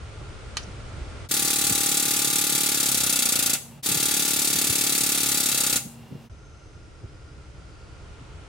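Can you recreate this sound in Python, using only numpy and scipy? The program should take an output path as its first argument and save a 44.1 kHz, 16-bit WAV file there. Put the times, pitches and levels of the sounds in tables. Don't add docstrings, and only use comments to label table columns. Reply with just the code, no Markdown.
import sys
import numpy as np
from scipy import signal
from scipy.fft import rfft, irfft, next_fast_len
from scipy.io import wavfile

SR = 44100
rng = np.random.default_rng(int(sys.argv[2]) if len(sys.argv) > 2 else 0)


def unload_audio(sound):
    columns = np.transpose(np.atleast_2d(sound))
    steps = np.round(np.clip(columns, -1, 1) * 32767)
    wavfile.write(sys.argv[1], SR, steps.astype(np.int16))


N = 373957


def undb(db):
    return 10 ** (np.asarray(db) / 20)


def unit(x):
    return x / np.sqrt(np.mean(x ** 2))


def clock(seconds=N / SR):
    return np.arange(int(round(seconds * SR))) / SR


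def add(out, s, sound):
    i, sound = int(s * SR), np.atleast_1d(sound)
    out[..., i:i + sound.shape[-1]] += sound[..., :N - i]


def convolve(x, response):
    return signal.oaconvolve(np.atleast_2d(x), np.atleast_2d(response), axes=-1)[:, :N]


def cut(x, kind, hz, order=2):
    return signal.sosfilt(signal.butter(order, hz, kind, fs=SR, output="sos"), x)


def curve(points, size):
    hz, values = np.transpose(points)
    return np.interp(np.log(np.fft.rfftfreq(size, 1 / SR) + 1), np.log(hz), values)


def colour(points, peaks=(), size=4096):
    f = np.fft.rfftfreq(size, 1 / SR)
    lift_db = sum(db / (1 + (2 * (f - hz) / width) ** 2) for hz, width, db in peaks)
    cepstrum = irfft(np.log(undb(curve(points, size) + lift_db)))
    cepstrum[1:size // 2] *= 2
    cepstrum[size // 2 + 1:] = 0
    response = irfft(np.exp(rfft(cepstrum)))
    return response / np.linalg.norm(response)


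def ring(modes, seconds, ratio=1):
    t = clock(seconds)
    y = sum(ratio ** k * undb(db - 60 * t / t60) * np.sin(2 * np.pi * hz * t)
            for k, (hz, db, t60) in enumerate(modes))
    return y / np.linalg.norm(y)


def noise(side_db):
    mid, side = rng.standard_normal((2, N))
    return unit(mid + undb(side_db) * np.array([side, -side]))


def tone(hz, width_hz):
    size = next_fast_len(N)
    f = np.fft.rfftfreq(size, 1 / SR)
    band = rfft(rng.standard_normal(size)) / (1 + (2 * (f - hz) / width_hz) ** 2)
    return unit(irfft(band, size)[:N])


def reflections(t60_low, t60_high, gap_s):
    t = clock(.7)
    echoes = rng.standard_normal((2, len(t)))
    low = cut(echoes, "lowpass", 8000) * undb(-60 * t / t60_low)
    high = cut(echoes, "highpass", 8000) * undb(-60 * t / t60_high)
    tail = (low - high) * (1 - np.exp(-(t / gap_s) ** 2))
    return tail / np.linalg.norm(tail, axis=1, keepdims=True)


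def pan(x, left_db):
    return x * undb(np.array([[1], [-1]]) * left_db / 2)


def place(x, levels, phases):
    size = next_fast_len(N)
    half = np.sqrt(undb(curve(levels, size))) * np.exp(.5j * curve(phases, size))
    return irfft(rfft(x, size) * np.array([half, 1 / half]), size)[:, :N]


def air(spectrum, since_s, rumble_db, hiss_db, rumble_db_per_s=1.5, hiss_db_per_s=1.8):
    t = clock() - since_s
    rumble = cut(convolve(noise(side_db=-10), colour(spectrum)), "lowpass", 350)
    hiss = cut(convolve(noise(side_db=-2.5), colour(spectrum)), "highpass", 376)
    hiss = cut(hiss, "lowpass", 10300, order=10)
    buffet_db = tone(3.2, 26)
    return (unit(rumble) * undb(rumble_db + rumble_db_per_s * t + buffet_db)
            + unit(hiss) * undb(hiss_db + hiss_db_per_s * t))


# f/Hz, relative level/dB
AIR_BEFORE = [(12, -43), (20, -13), (66, -2.5), (114, -5), (179, -20), (463, -15.5), (969, -22),
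              (1370, -18.5), (1690, -24.5), (2200, -24), (8010, -36), (9390, -36), (11000, -54),
              (14300, -91), (22000, -120)]
AIR_DURING = [(25, -41), (42, -18), (65, -13), (130, 5), (250, -6), (400, -8), (900, -10.5), (1500, -18),
              (2300, -20), (2750, -18.5), (3300, -21.5), (8000, -30), (15000, -35)]
AIR_AFTER = [(12, -24), (20, -18), (66, -7.5), (124, -13), (239, -28.5), (303, -20), (375, -24.5),
             (406, -20.5), (944, -29), (1240, -27.5), (1370, -22.5), (1690, -33), (1900, -31),
             (2900, -33.5), (3500, -36.5), (6150, -38.5), (11000, -47), (14300, -100), (22000, -120)]
# f/Hz, width/Hz, level/dB
FAN_WHINE = [(1353, 9, -71.5), (1397, 30, -67)]
MOTOR_HUM = [(67.3, 3.6, -56.5), (132.3, 31, -49.5), (233.3, 6.6, -53), (2650, 20, -75), (2805, 62, -68)]


def workshop(during_db=-49, early_whine_db=6):
    t = clock()
    whine = sum(undb(db) * tone(hz, width) for hz, width, db in FAN_WHINE)
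    hum = sum(undb(db) * tone(hz, width) for hz, width, db in MOTOR_HUM)
    during = hum + undb(during_db) * convolve(noise(side_db=-7), colour(AIR_DURING))
    before = air(AIR_BEFORE, 0, rumble_db=-39.5, hiss_db=-47.5) + undb(early_whine_db) * whine
    after = air(AIR_AFTER, DIPS[-1], rumble_db=-46.5, hiss_db=-56) + whine
    return np.where(t < DIPS[0], before, np.where(t > DIPS[-1], after, during))


def late_hiss(start_s=7.68, rise_s=.44, level_db=-58):
    band = colour([(400, -31.5), (900, 6), (1500, -6), (2900, -3),
                   (4200, -13), (9000, -26), (12000, -58)])
    rise = np.clip((clock() - start_s) / rise_s, 0, 1)
    return undb(level_db) * rise * convolve(noise(side_db=-3), band)


# t/s, level/dB, mean f/Hz
BUMPS = [(0.666, -27.5, 61), (0.997, -25.5, 61.6), (1.694, -27, 159.7), (3.891, -31, 160),
         (3.948, -29.5, 144), (4.54, -29.5, 152), (4.68, -25, 136), (5.848, -35.5, 173),
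         (6.105, -31.5, 195), (6.138, -31.5, 143), (6.308, -36, 75), (7.026, -31.5, 109), (8.199, -40, 150)]


def bumps(length_s=.0387, thud_db=-3, rustle_db=-2, sag=.51):
    thuds, touch = np.zeros((2, N))
    t = clock(length_s)
    for s, db, hz in BUMPS:
        swell = undb(db) * np.sin(np.pi * t / length_s)
        turns = hz * t * (1 + sag * (1 - t / length_s))
        add(thuds, s, swell * np.sin(2 * np.pi * turns))
        add(touch, s, swell * hz ** 2 / (hz ** 2 + 130 ** 2))
    band = colour([(40, -16), (110, 2.5), (220, 3), (500, -10), (800, -37), (3000, -50), (12000, -70.5)])
    rustle = convolve(noise(side_db=-9.5), band)
    return undb(thud_db) * thuds + undb(rustle_db) * touch * rustle


# start t/s, end t/s, f/Hz, width/Hz, level/dB
WHISTLES = [(6.2, 6.85, 6180, 110, -69), (6.6, 7.8, 4880, 160, -75), (5.6, 7.9, 5250, 550, -73),
            (7.55, 8.12, 4700, 620, -68)]


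def release_valve():
    t, out = clock(), np.zeros(N)
    for start, end, hz, width, db in WHISTLES:
        from_middle = (2 * t - start - end) / (end - start)
        arch = np.sqrt(np.clip(1 - from_middle ** 2, 0, 1))
        out += undb(db) * arch * tone(hz, width)
    return out


# t/s, level/dB, contact decay/s
CLINKS = [(0.5697, -18.5, 0.0014), (0.574, -33, .002), (0.5783, -36, .002), (.5865, -42, .002)]
# f/Hz, relative level/dB, t60/s
DIE_MODES = [(1051, -13, 0.065), (1224, -3, .07), (1400, -16, .06), (1930, -10, 0.099), (3080, -1, 0.076),
             (3418, -22, 0.073), (3887, -3, .034), (4260, 2, 0.037), (5040, -8, .018), (5496, -10, .05),
             (6336, 2, 0.032), (6640, -4, .025), (7160, -7, .035)]
# f/Hz, relative level/dB
CRACK = [(200, -26), (450, -14), (1100, 3), (2000, 2), (4300, 4), (6800, -1.5), (8800, -11), (10300, -5),
         (12000, -35), (16000, -36)]
SCRAPE = [(1000, -22), (4600, -15), (5200, -7), (5480, 3), (5750, -6), (6400, -5), (7200, -12),
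          (10000, -32), (14000, -60)]


def die(ring_db=17, scrape_at_s=.622, scrape_length_s=.028, scrape_db=-45):
    contact, blows, slide = np.zeros((3, N))
    t = clock(.06)
    for s, db, decay_s in CLINKS:
        add(contact, s, undb(db) * np.exp(-t / decay_s))
        add(blows, s, undb(db))
    add(slide, scrape_at_s, undb(scrape_db) * np.hanning(int(scrape_length_s * SR)))
    grit = noise(side_db=-8)
    crack = convolve(contact * grit, colour(CRACK))
    scrape = convolve(slide * grit, colour(SCRAPE))
    scatter = convolve(crack, reflections(t60_low=.11, t60_high=.027, gap_s=.00099))
    ringing = cut(convolve(blows, ring(DIE_MODES, .4)), "lowpass", 9700)
    return crack + scrape + scatter + undb(ring_db) * ringing


# f/Hz, relative level/dB, t60/s
CASING_MODES = [(802, -8, .4), (829, 0, .15), (866, -14, .1), (1168, -9, .22), (1195, -4, .16),
                (1222, -12, .12)]


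def casing(events, free_db=-14.3, load_db=-10, strain_load=.018, rise=.018, fall=.14, scatter=.012):
    out = np.zeros(N)
    t, note = clock(.4), ring(CASING_MODES, .4, ratio=-1.07)
    for s, load in events:
        waver, force_db = rng.standard_normal(2)
        strain = np.clip(load / strain_load, 0, 1) ** 2
        pitch = 1 + strain * (rise - fall * load + scatter * waver)
        bent = np.interp(t * pitch, t, note, right=0)
        add(out, s, undb(free_db + load_db * load + force_db) * bent)
    return pan(out, left_db=4.5)


def pressure_pulse(points, spread_s=.0045, size=2048):
    hz = np.fft.rfftfreq(size, 1 / SR)
    turns = spread_s * (2 * np.sqrt(300 * hz) - hz)
    spectrum = undb(curve(points, size)) * np.exp(-2j * np.pi * turns)
    pulse = np.fft.fftshift(irfft(spectrum)) * np.hanning(size)
    return pulse / np.linalg.norm(pulse)


LABOUR_LOAD, WANDER_S = .07, .0007
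# f/Hz, relative level/dB
FREE_KNOCK = [(45, -52), (108, -14), (144, -3), (180, -6), (216, -10), (252, 0.5), (288, 2.5), (324, -3),
              (360, -7), (432, -5), (468, -14), (504, -7), (540, -17), (660, -25.5), (760, -34.5),
              (1050, -47), (1700, -21), (3000, -23), (8000, -56)]
LOADED_KNOCK = [(45, -44.5), (90, -16), (140, 2.5), (195, -9), (245, -0.5), (282, 1.5), (335, -12),
                (395, -1), (450, -13), (515, -7), (580, -24), (760, -32), (3000, -45), (8000, -64)]
# f/Hz, relative level/dB, t60/s
BODY_MODES = [(1286, 0, 0.057), (1358, 2.5, 0.054), (1418, 7.5, 0.08), (2680, 6.5, 0.1)]
FRAME_MODES = [(143, -7, .12), (245, -0.5, .17), (284, 1.5, 0.16), (400, 0.5, 0.1), (512, -2.5, .08)]


def piston(events, free_db=-7, loaded_db=-9.5, frame_db=-11, body_db=-14, body_load_db=-20,
           recoil_s=.0079, recoil=.36, lag_s=.004):
    free, loaded, rattle = np.zeros((3, N))
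    for s, load in events:
        jitter, force_db, scatter_db = rng.standard_normal(3)
        s += WANDER_S * load * jitter
        blow = undb(.54 * force_db)
        labour = np.clip(load / LABOUR_LOAD, 0, 1)
        add(free, s, blow * (1 - labour))
        add(free, s + recoil_s, -blow * (1 - labour) * recoil * undb(scatter_db))
        add(loaded, s, blow * labour * undb(.91 * scatter_db))
        add(rattle, s, blow * undb(body_load_db * load))
    free_pulse, loaded_pulse = pressure_pulse(FREE_KNOCK), pressure_pulse(LOADED_KNOCK)
    thump = undb(free_db) * convolve(free, free_pulse) + undb(loaded_db) * convolve(loaded, loaded_pulse)
    thump = np.roll(thump, int(lag_s * SR) - len(free_pulse) // 2, axis=1)
    drone = undb(frame_db) * convolve(loaded, ring(FRAME_MODES, .3))
    body = undb(body_db) * convolve(rattle, ring(BODY_MODES, .28))
    return cut(thump + drone + body, "highpass", 70)


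# f/Hz, relative level/dB
CLACK = [(300, -27), (580, 0), (950, -4.5), (1100, -18.5), (1300, -1.5), (1700, -3), (2300, 2.5), (2650, 1),
         (3000, 1), (4000, -6.5), (6000, -6.5), (10000, -35)]


def oil_valve(events, clack_db=-10, load_db=10, shut_s=.0105, late_s=.034, ring_db=-11):
    clacks, slams = np.zeros((2, N))
    for s, load in events:
        force_db, jitter = rng.standard_normal(2)
        when = s + shut_s + load * (late_s + WANDER_S * jitter)
        add(clacks, when, undb(clack_db + load_db * load + force_db))
        add(slams, when, undb(ring_db + force_db) * np.clip(load / LABOUR_LOAD, 0, 1))
    mid, side = reflections(t60_low=.12, t60_high=.059, gap_s=.000291)
    clack = convolve(colour(CLACK), mid + undb(-14) * np.array([side, -side]))
    return convolve(clacks, clack) + convolve(slams, ring(BODY_MODES, .28))


# t/s, length/s, level/dB
LEAKS = [(1.283, 0.047, -37), (3.827, 0.054, -28.5)]


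def exhaust_port(events, lag_s=.00038, open_s=.0011, vent_s=.015, spit_s=.0053,
                 puff_db=-20.5, load_db=7, seep_db=-12.5, spit_db=-4):
    power, spit = np.zeros((2, N))
    t = clock(.045)
    seep = undb(puff_db + seep_db) ** 2 * np.hanning(len(t))
    spit_shape = np.sqrt(t / spit_s) * np.exp((1 - (t / spit_s) ** 2) / 4)
    for s, load in events:
        fill, stickiness, sharpness = rng.standard_normal(3)
        pressure = undb(puff_db + load_db * load + .36 * fill)
        opening = 1 - np.exp(-t / (open_s * np.exp(.22 * stickiness - 2 * load)))
        emptying = np.exp(-(t / vent_s) ** 2 * (1 + load) / 2)
        add(power, s + lag_s, (pressure * opening * emptying) ** 2 + seep)
        add(spit, s + lag_s, pressure * undb(spit_db + 1.6 * sharpness + 4.5 * load) * spit_shape)
    for s, length, db in LEAKS:
        add(power, s, undb(db) ** 2 * signal.windows.tukey(int(length * SR), .7))
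    return np.sqrt(power), spit


# f/Hz, relative level/dB
HISS = [(40, -54.5), (200, -20.5), (600, -19.5), (1100, -17.5), (1350, -12.5), (1700, -12), (2200, -9),
        (2600, -7), (3000, -10), (3400, -4), (3800, -4), (4250, -6), (4650, -5), (5200, -5.5), (6600, -4),
        (7500, -6), (9600, -4), (11600, -6.5), (12500, -8), (14100, -5.5), (15500, -10)]
SPIT = [(1500, -47), (5000, -10.5), (7000, 2), (8200, 0), (10500, -2), (12500, -22), (15500, -15.5)]
# f/Hz, width/Hz, lift/dB
MUFFLER = [(2285, 59, 1), (2674, 70, 2.5), (3896, 225, 5), (4580, 160, 5), (6220, 93, 2.5), (7030, 64, 3),
           (7370, 150, 4.5), (7800, 60, 4.5), (7740, 61, 3.5), (8420, 76, 6), (9320, 90, 5), (9570, 80, 4),
           (10430, 81, 2.5), (11530, 170, 4), (13400, 100, 4)]
# f/Hz, relative level/dB, t60/s
STEEL_MODES = [(2690, 1.5, .22), (2800, -3, .3), (3348, -4, .33), (3400, -10, .2)]
# f/Hz, level/dB
EXHAUST_BALANCE = [(700, 3.5), (1400, -7.5), (2400, -2), (3300, -7), (3900, -2.5), (5000, 1), (7000, -1.5),
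                   (11500, 0), (13000, -2.5)]
# f/Hz, phase/rad
EXHAUST_PHASE = [(0, 0), (950, -1), (1460, -0.1), (2500, -1.68), (4570, -0.2), (5940, 1.46), (7060, 0.78),
                 (7750, 1.3), (8350, 0.5), (9560, 0.7), (11500, -0.4), (13100, 0.93), (15400, -1.5),
                 (16200, -1.44)]


def exhaust(events, steel_db=-27, scatter_db=-13.5):
    flow, spit = exhaust_port(events)
    turbulence = undb(.57 * tone(160, 496))
    hiss = convolve(flow * turbulence * noise(side_db=-5), colour(HISS, MUFFLER))
    hiss += undb(steel_db) * convolve(hiss, ring(STEEL_MODES, .5))
    hiss += convolve(spit * noise(side_db=-6.5), colour(SPIT, MUFFLER))
    hiss = place(hiss, EXHAUST_BALANCE, EXHAUST_PHASE)
    scatter = convolve(hiss, reflections(t60_low=.11, t60_high=.017, gap_s=.00049))
    return pan(hiss + undb(scatter_db) * scatter, left_db=2.74)


def strokes(start, stop, start_hz, bite, free_hz=36, sag_hz_per_s=.3956, bite_s=.0683, stall_s=2.6977):
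    t = start + clock(stop - start)
    pressing_s = bite_s * np.logaddexp(0, (t - bite) / bite_s)
    rate_hz = (start_hz - sag_hz_per_s * (t - start)) * np.exp(-pressing_s / stall_s)
    turns = np.cumsum(rate_hz) / SR
    whole = np.arange(int(turns[-1]) + 1)
    return np.transpose([np.interp(whole, turns, t), np.interp(whole, turns, 1 - rate_hz / free_hz)])


# start t/s, stop t/s, starting stroke rate f/Hz, die bites t/s
RUNS = [(1.3103, 3.55, 36.593, 2.8065), (3.8591, 5.78, 36.016, 5.464)]


def pump():
    events = np.vstack([strokes(*run) for run in RUNS])
    return exhaust(events) + piston(events) + casing(events) + oil_valve(events)


def scene(pump_room_db=-12, die_room_db=-16):
    pumping, clink = pump(), die()
    sent = cut(undb(pump_room_db) * pumping + undb(die_room_db) * clink, "highpass", 230)
    room = convolve(sent, reflections(t60_low=.36, t60_high=.47, gap_s=.013))
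    return pumping + clink + room + bumps() + workshop() + late_hiss() + release_valve()


DIPS = [1.287, 3.824, 6.295]


def record(dry, fade_out_s=.035, fade_in_s=.0032, top_hz=15850):
    t, gain = clock(), np.ones(N)
    for s in DIPS:
        gain *= np.clip(np.maximum((s - t) / fade_out_s, (t - s) / fade_in_s), .05, 1)
    return signal.sosfilt(signal.ellip(10, .2, 80, top_hz, fs=SR, output="sos"), dry * gain)


dry = scene()
out = record(dry)
unload_audio(out)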